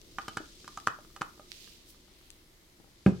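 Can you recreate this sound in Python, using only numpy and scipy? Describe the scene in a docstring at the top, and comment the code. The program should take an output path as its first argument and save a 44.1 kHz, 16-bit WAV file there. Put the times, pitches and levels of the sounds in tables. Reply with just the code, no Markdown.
"""In the quiet air of a small room, gloved fingertips drum on the lid of a cardboard tub: damped modes,
a filled-tub thud and a papery crack. Between taps, glove creases tick as filtered clicks and rubber
rustles on card as grained noise; near 1.5 s one hand slides off the lid.
Near 3.06 s the tub is set down on a table, edge first and then flat: two soft pushes ring the table's modes.
Contact sounds gain a ceiling echo and a diffuse tail, in stereo."""
import sys
import numpy as np
from scipy import signal
from scipy.fft import rfft, irfft
from scipy.io import wavfile

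SR = 44100
rng = np.random.default_rng(int(sys.argv[2]) if len(sys.argv) > 2 else 0)


def transcribe(u):
    """Save the signal u as a 16-bit wav file named by the first command-line argument.

    u: samples, shape (n,) or (channels, n), limited to [-1, 1]; the rate is SR.
    q: integer samples, one column per channel.
    """
    v = np.clip(np.atleast_2d(u).T, -1, 1)
    q = np.round(v * 32767).astype(np.int16)
    wavfile.write(sys.argv[1], SR, q)


N = 141120  # samples, 3.2 s
T = np.arange(8192) / SR  # time within one event, s
TIME = np.arange(N) / SR  # time within the scene, s

# In every table pan_db is left minus right.
# Spectral shape of the room air: freq_hz, relative_level_db
AIR_SPECTRUM = [(12, -58.5), (20, -1), (68, -14.5), (285, -15.5), (357, -11), (388, -17.5), (574, -25.5),
                (624, -24), (738, -27), (1030, -27.5), (1660, -29.5), (2140, -25), (2460, -33.5),
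                (4180, -31), (10800, -36.5), (12800, -35.5), (16000, -62)]
# Stereo width of the room air: freq_hz, side_minus_mid_db
AIR_WIDTH = [(60, -12), (400, -11.5), (700, 1.5), (15000, -2.5)]
# Level of the low air: time_s, rms_db within about 100-500 Hz
AIR_RUMBLE = [(0.0, -61.5), (0.32, -59), (0.55, -61.5), (1.45, -63), (2.63, -66.5), (3.0, -65.5)]
# Glove rubber sliding on card: time_s, gain_db, pan_db, centre_hz, treble_db (re gain)
GLOVE_RUSTLE = [(0, -63, 2.5, 4400, -8), (.25, -55.5, -1.5, 4200, -12.5), (.5, -57, 3, 4500, -13),
                (.75, -55.5, -0.5, 4500, -13.5), (.95, -61.5, 2, 4500, -8), (1.2, -62, 2, 4390, -5),
                (1.47, -61, -0.5, 4400, -9), (1.54, -52.5, -3.5, 4000, -12), (1.63, -52.5, -6, 4100, -10.5),
                (1.72, -55, -1.5, 3980, -10.5), (1.85, -62, -1, 4060, -10.5), (1.9, -57.5, 2, 4600, 1),
                (1.95, -62.5, -3.5, 4300, -8.5), (2.05, -64, 4, 4200, -11.5), (2.251, -63, 1, 3470, -5.5),
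                (2.501, -68, 0, 4080, -4.5), (2.9, -67.5, 3.5, 4200, -6), (3.2, -59.5, 1, 4200, -28)]
# Snapping glove creases: start_s, peak_db, centre_hz, pan_db, tail_t60_ms, width_hz
GLOVE_TICKS = [(0.0162, -43, 4620, 19.5, 10, 4000), (.219, -34.5, 4340, 4.5, 8, 4000),
               (.335, -40, 3010, 1, 8, 4030), (.459, -50, 3800, 27, 8, 4000),
               (0.5237, -43.5, 5050, 0.5, 8, 3950), (0.6047, -41, 4000, -1, 8, 4000),
               (.7447, -46.5, 4240, -3, 8, 5000), (0.801, -33, 3000, 5.5, 14, 6020),
               (.8698, -27.5, 5000, 5, 10, 3000), (1.5183, -27, 3450, -15, 5, 3320),
               (2.3041, -31, 4300, 9, 5.6, 7100)]
# Tub meeting table, edge first and then flat: start_s, peak_db, push_ms, free_ring_ms
TABLE_CONTACTS = [(3.0621, -3, 1.35, 11.7), (3.0766, -8, 2.13, 200.)]
# Modes of the table: freq_hz, relative_level_db, t60_s
TABLE_MODES = [(68, -30, .35), (85, -19, 0.69), (113, -15, .3), (135, -16.5, 0.66), (181, -0.5, .2),
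               (193, 0.5, 0.18), (248, -4.5, 0.15), (303, 1.5, 0.051), (364.6, -3.5, 0.37),
               (408, -15, 0.44), (513, -11, .16), (578, -7.5, 0.14), (980, -16, .1), (1160, -3, .1)]
# Modes of the tub: freq_hz (before detuning), relative_level_db, free_t60_s
TUB_MODES = [(327.4, -5.5, .05), (599.4, 3, .07), (779, 1, 0.058), (1052, -5, 0.0401), (1124, -4.5, .06),
             (1235.2, 2.5, 0.081), (1324, 0.5, .1), (1429, 0.5, .07), (1585, 0, .07), (1710, -13.5, .07),
             (2120, -5, .05), (2433, -1, .04), (3020, -0.5, .05), (4400, -17, .03)]
# Finger taps: start_s, peak_db, favoured_hz, thud_trim_db, crack_trim_db, pan_db, contact_ms,
# after_ring_db, spread_octaves, wall_trim_db, long_mode_db, rim_mode_db (last two re ring peak)
FINGER_TAPS = [(0.1845, -22.5, 1270, -25.5, -16, -3, 3.26, -11, 0.45, 4.5, -17, -46),
               (0.2813, -24.5, 1390, -14.5, -8, -.5, 4.4, -12, 0.66, 3, -10.5, -15),
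               (.3705, -20, 1435, -19, -14, -2, 3.95, -22, 0.35, 6, -37, -27),
               (0.4021, -35.5, 334, -29, -32, 4.5, 4.8, -2, 0.25, 0, -26, -40),
               (0.644, -39, 1460, -12.5, -9, 2, 1.2, -11, 0.28, 12, -33, -40),
               (.678, -29.5, 1180, -31, -8.5, -3, 2.7, -23, 0.47, 0, -20, -30),
               (.774, -27.5, 1230, -27, -11.5, -2, 4.2, -19, 0.25, 9, -22, -32),
               (0.8724, -9, 1238, -27.5, -21, -1, 1.17, -42, 0.56, 5, -43, -43),
               (.987, -40, 560, -28, -33, -1, 1.4, -13, 0.65, -3, -36, -42),
               (1.048, -43, 1381, -11, -7, -6, 1.8, -20, 0.54, 0, -27, -40),
               (1.102, -56, 1230, -39, -27, -1, 2, -9, .4, 0, -25, -40),
               (1.1629, -33, 1140, -28.5, -8.5, -3.5, 2.7, -11, 0.5, 3, -41, -30),
               (1.2113, -24, 1620, -8.5, -8.5, 3, 4.3, -26, 0.34, 7.5, -38, -25),
               (1.2176, -17.5, 1184, -27, -15.5, -3, 2.9, -45, 0.41, 2.5, -27, -36),
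               (1.377, -50, 1230, -13, -12, -5, 4, -14, .3, 9, -26, -43),
               (1.396, -40, 557, -22, -32, -2, 1.7, -11, 0.65, -1, -12, -42),
               (1.675, -47.5, 1740, -21, -14, -3, 2.5, -20, 0.27, -10, -40, -41),
               (1.945, -52, 1240, -14, -14, -4, 2, -30, .6, -4, -27, -46.5),
               (2.081, -55.5, 820, -17.5, -24, 5, 2, -11.5, .5, -1, -32, -43),
               (2.212, -55, 1070, -17, -14, 4, 2.2, -20, .4, 3.5, -34, -40),
               (2.8, -49, 733, -4, -22, 15, 2.5, -23, 0.37, 3.5, -47, -39),
               (2.844, -52.5, 710, -10, -20, 16, 2, -18, .4, 1, -42.5, -43.5),
               (2.874, -55, 676, -11, -18, 13, 4.5, -22, 0.28, -1, -46, -40)]

HUM_HZ, HUM_PEAK_DB = 62, -69.5
HISS_RMS_DB, AIR_SPLIT_HZ = -66.5, 680
GRAINS_PER_S, GRAIN_DB = 2000, 3
RUSTLE_OCTAVES_BELOW, RUSTLE_OCTAVES_ABOVE = 0.76, 0.92  # widths of the moving hump
CEILING_DELAY_S, CEILING_DB = 0.0101, -13.5
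ROOM_T60_S, ROOM_GAP_S, ROOM_ENERGY_DB = 0.27, 0.0049, -13
ROOM_LOW_HZ, ROOM_TOP_HZ = 196, 6120
RADIATES_ABOVE_HZ = 103
LEAD_S_PER_DB = 10.5 / 870000  # arrival lead per dB of gain in one channel
TICK_TAIL_DB = -13
RING_FLOOR_DB, RING_FALL_T60_S = -6.5, 0.025
CRACK_HZ, CRACK_WIDTH_HZ, CRACK_GAIN_DB = 3880, 5630, 6
CRACK_BASE_T60_S, CRACK_T60_PER_CONTACT = 0.02, 2
THUD_HZ, THUD_T60_S, THUD_GAIN_DB = [138.8, 225, 330, 450], 0.033, 10.5
DAMPED_T60_S, ATTACK_S, DETUNE = 0.0072, 0.0012, 0.012  # detune: standard deviation, fraction of pitch
WALL_MODE, LONG_MODE, RIM_MODE = 2, 5, 12  # rows of TUB_MODES
LONG_T60_S, RIM_T60_S = 0.12, 0.087
TOP_HZ = 16000


def undb(db):
    """Logarithmic level: 20 dB is a factor of ten in amplitude."""
    return 10 ** (np.asarray(db) / 20)


def fade(t, t60):
    """Exponential decay: amplitude falls 60 dB in t60, holding at one while t is negative."""
    return np.exp(-np.log(1000) * np.maximum(t, 0) / t60)


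def unit_rms(x):
    """Power normalisation: the root mean square becomes one."""
    return x / np.sqrt(np.mean(x ** 2))


def unit_peak(x):
    """Amplitude normalisation: the largest excursion becomes one."""
    return x / np.abs(x).max()


def band(x, hz, width_hz):
    """Frequency selection: a band-pass whose edges have hz as their geometric mean."""
    low = np.sqrt(hz ** 2 + width_hz ** 2 / 4) - width_hz / 2
    high = min(low + width_hz, SR / 2.1)
    return signal.sosfilt(signal.butter(2, [low, high], "band", fs=SR, output="sos"), x)


def add(out, start_s, x, peak_db, pan_db):
    """Stereo localisation: the nearer side hears a sound louder and sooner."""
    x = unit_peak(x)
    for channel, side_db in enumerate([pan_db / 2, -pan_db / 2]):
        i = int((start_s - side_db * LEAD_S_PER_DB) * SR)
        out[channel, i:i + len(x)] += x[:N - i] * undb(peak_db + side_db)


def air():
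    """Room noise: slowly rising and falling rumble under steady hiss, beside a sinusoidal mains hum."""
    f = np.maximum(np.fft.rfftfreq(N, 1 / SR), 1)

    def gain_of(table):
        hz, db = np.array(table).T
        return undb(np.interp(np.log(f), np.log(hz), db))

    mid, side = rfft(rng.standard_normal((2, N))) * gain_of(AIR_SPECTRUM)
    side = side * gain_of(AIR_WIDTH)
    both = np.array([mid + side, mid - side])
    low = irfft(both * (f < AIR_SPLIT_HZ), N)
    high = irfft(both * (f >= AIR_SPLIT_HZ), N)
    rumble_s, rumble_db = np.array(AIR_RUMBLE).T
    rumble = low / np.std(band(low, 224, 400)) * undb(np.interp(TIME, rumble_s, rumble_db))
    hum = undb(HUM_PEAK_DB) * np.sin(2 * np.pi * HUM_HZ * TIME)
    return hum + rumble + unit_rms(high) * undb(HISS_RMS_DB)


def room(x):
    """Reflection and reverberation: one ceiling echo, then exponentially decaying diffuse noise."""
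    t = np.arange(SR // 2) / SR
    tail = rng.standard_normal((2, len(t))) * fade(t, ROOM_T60_S) * (t > ROOM_GAP_S)
    tail = signal.lfilter(*signal.butter(1, [ROOM_LOW_HZ, ROOM_TOP_HZ], "band", fs=SR), tail)
    tail = tail / np.sqrt((tail ** 2).sum(axis=1, keepdims=True)) * undb(ROOM_ENERGY_DB)
    echo = np.roll(x, int(CEILING_DELAY_S * SR), axis=1) * undb(CEILING_DB)
    echo = echo * (np.arange(N) > SR // 10)  # no echo in the first 0.1 s, where the end wraps round
    mono = x.mean(axis=0)[None]
    return x + echo + signal.fftconvolve(mono, tail, axes=1)[:, :N]


def rustle():
    """Sliding friction: dense random grains of noise, whose spectral centre moves with the stroke."""
    s, gain_db, pan_db, centre_hz, treble_db = np.array(GLOVE_RUSTLE).T
    hold = int(SR / GRAINS_PER_S)  # samples per grain
    draws = np.minimum(rng.standard_exponential((2, N // hold + 1)), 3)
    grain = undb(GRAIN_DB * np.repeat(draws, hold, axis=1)[:, :N])

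    def hiss(hz, width_hz):
        return unit_rms(band(grain * rng.standard_normal((2, N)), hz, width_hz))

    centre = np.interp(TIME, s, centre_hz)
    out = undb(np.interp(TIME, s, treble_db)) * hiss(11500, 7840)
    for hz in 1400 * 2 ** np.arange(0, 3.1, 0.33):
        octaves = np.log2(hz / centre)
        width = np.where(hz < centre, RUSTLE_OCTAVES_BELOW, RUSTLE_OCTAVES_ABOVE)
        out = out + hiss(hz, hz / 3) * np.exp(-(octaves / width) ** 2) / 2
    pan = np.interp(TIME, s, pan_db) / 2
    return out * undb(np.interp(TIME, s, gain_db) + np.array([pan, -pan]))


def crack(hz, width_hz, t60):
    """Broadband transient: decaying noise limited to one band, with peak one."""
    return unit_peak(band(rng.standard_normal(len(T)) * fade(T, t60), hz, width_hz))


def ticks():
    """Impulsive release: snapping rubber creases give a band-limited click and a spray of noise."""
    out = np.zeros((2, N))
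    for s, peak_db, hz, pan_db, tail_ms, width_hz in GLOVE_TICKS:
        click = unit_peak(band(signal.unit_impulse(len(T)), hz, width_hz))
        spray = undb(TICK_TAIL_DB) * crack(hz, width_hz, tail_ms / 1000)
        add(out, s, click + spray, peak_db, pan_db)
    return out


def landing():
    """Forced vibration: half-sine pushes ring the table; after a free time the ring falls to a weaker level,
    and the rim knocks."""
    out = np.zeros((2, N))
    f, db, t60 = np.array(TABLE_MODES).T[:, :, None]
    ring = (undb(db) * np.sin(2 * np.pi * f * T) * fade(T, t60)).sum(axis=0)
    for s, peak_db, push_ms, free_ms in TABLE_CONTACTS:
        push = np.sin(np.pi * np.clip(T[:400] * 1000 / push_ms, 0, 1))
        damping = np.maximum(fade(T - free_ms / 1000, RING_FALL_T60_S), undb(RING_FLOOR_DB))
        x = signal.fftconvolve(ring * damping, push)
        i = int(s * SR)
        out[:, i:] += unit_peak(x)[:N - i] * undb(peak_db)
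    s = TABLE_CONTACTS[0][0]
    knock = lid(1610, 0.0033, after_ring_db=-10, spread=0.4, wall_db=-4, long_db=-28, rim_db=-45)
    add(out, s, knock, peak_db=-23, pan_db=0)
    add(out, s, crack(2420, 560, t60=0.013), peak_db=-29, pan_db=-1)
    add(out, s, crack(3100, 5000, t60=0.17), peak_db=-38, pan_db=0)  # hiss
    add(out, s, crack(300, 430, t60=0.18), peak_db=-24, pan_db=3)  # boom
    return out


def lid(hz, contact_s, after_ring_db, spread, wall_db, long_db, rim_db):
    """Modal damping: modes near a favoured pitch ring loudest and the finger damps them all alike; two sing on."""
    f, db, t60 = np.array(TUB_MODES).T[:, :, None]
    octaves = np.abs(np.log2(f / hz))
    gain = undb(db - 6 * octaves / max(spread, 0.05))
    gain[WALL_MODE] *= undb(wall_db)
    # Full strength during contact, then rapid damping over a weaker free ring.
    env = fade(T - contact_s, DAMPED_T60_S) + undb(after_ring_db) * fade(T, t60)
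    tone = np.sin(2 * np.pi * f * (1 + DETUNE * rng.standard_normal(f.shape)) * T)
    ring = (gain * env * tone).sum(axis=0) * (1 - np.exp(-T / ATTACK_S))
    long_ring = undb(long_db) * tone[LONG_MODE] * fade(T, LONG_T60_S)
    rim_ring = undb(rim_db) * tone[RIM_MODE] * fade(T, RIM_T60_S)
    return unit_peak(ring) + long_ring + rim_ring


def taps():
    """Impact excitation: each tap sums lid modes, a thud from the filled tub and a papery crack."""
    out = np.zeros((2, N))
    thud = sum(np.sin(2 * np.pi * f * T) for f in THUD_HZ) * fade(T, THUD_T60_S) / 2
    for s, peak_db, hz, thud_db, crack_db, pan_db, contact_ms, *ring in FINGER_TAPS:
        contact_s = contact_ms / 1000
        snap = crack(CRACK_HZ, CRACK_WIDTH_HZ, CRACK_BASE_T60_S + CRACK_T60_PER_CONTACT * contact_s)
        x = lid(hz, contact_s, *ring)
        x = x + undb(thud_db + THUD_GAIN_DB) * thud
        x = x + undb(crack_db + CRACK_GAIN_DB) * snap
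        add(out, s, x, peak_db, pan_db)
    return out


def scene():
    """Superposition: high-passed contact sounds excite the room, then rustle and air are added."""
    contacts = taps() + ticks() + landing()
    contacts = signal.lfilter(*signal.butter(3, RADIATES_ABOVE_HZ, "high", fs=SR), contacts)
    return room(contacts) + rustle() + air()


def record(dry):
    """Band limitation: a steep elliptic low-pass removes the extreme treble."""
    return signal.sosfilt(signal.ellip(8, 0.2, 70, TOP_HZ, fs=SR, output="sos"), dry)


dry = scene()
out = record(dry)
transcribe(out)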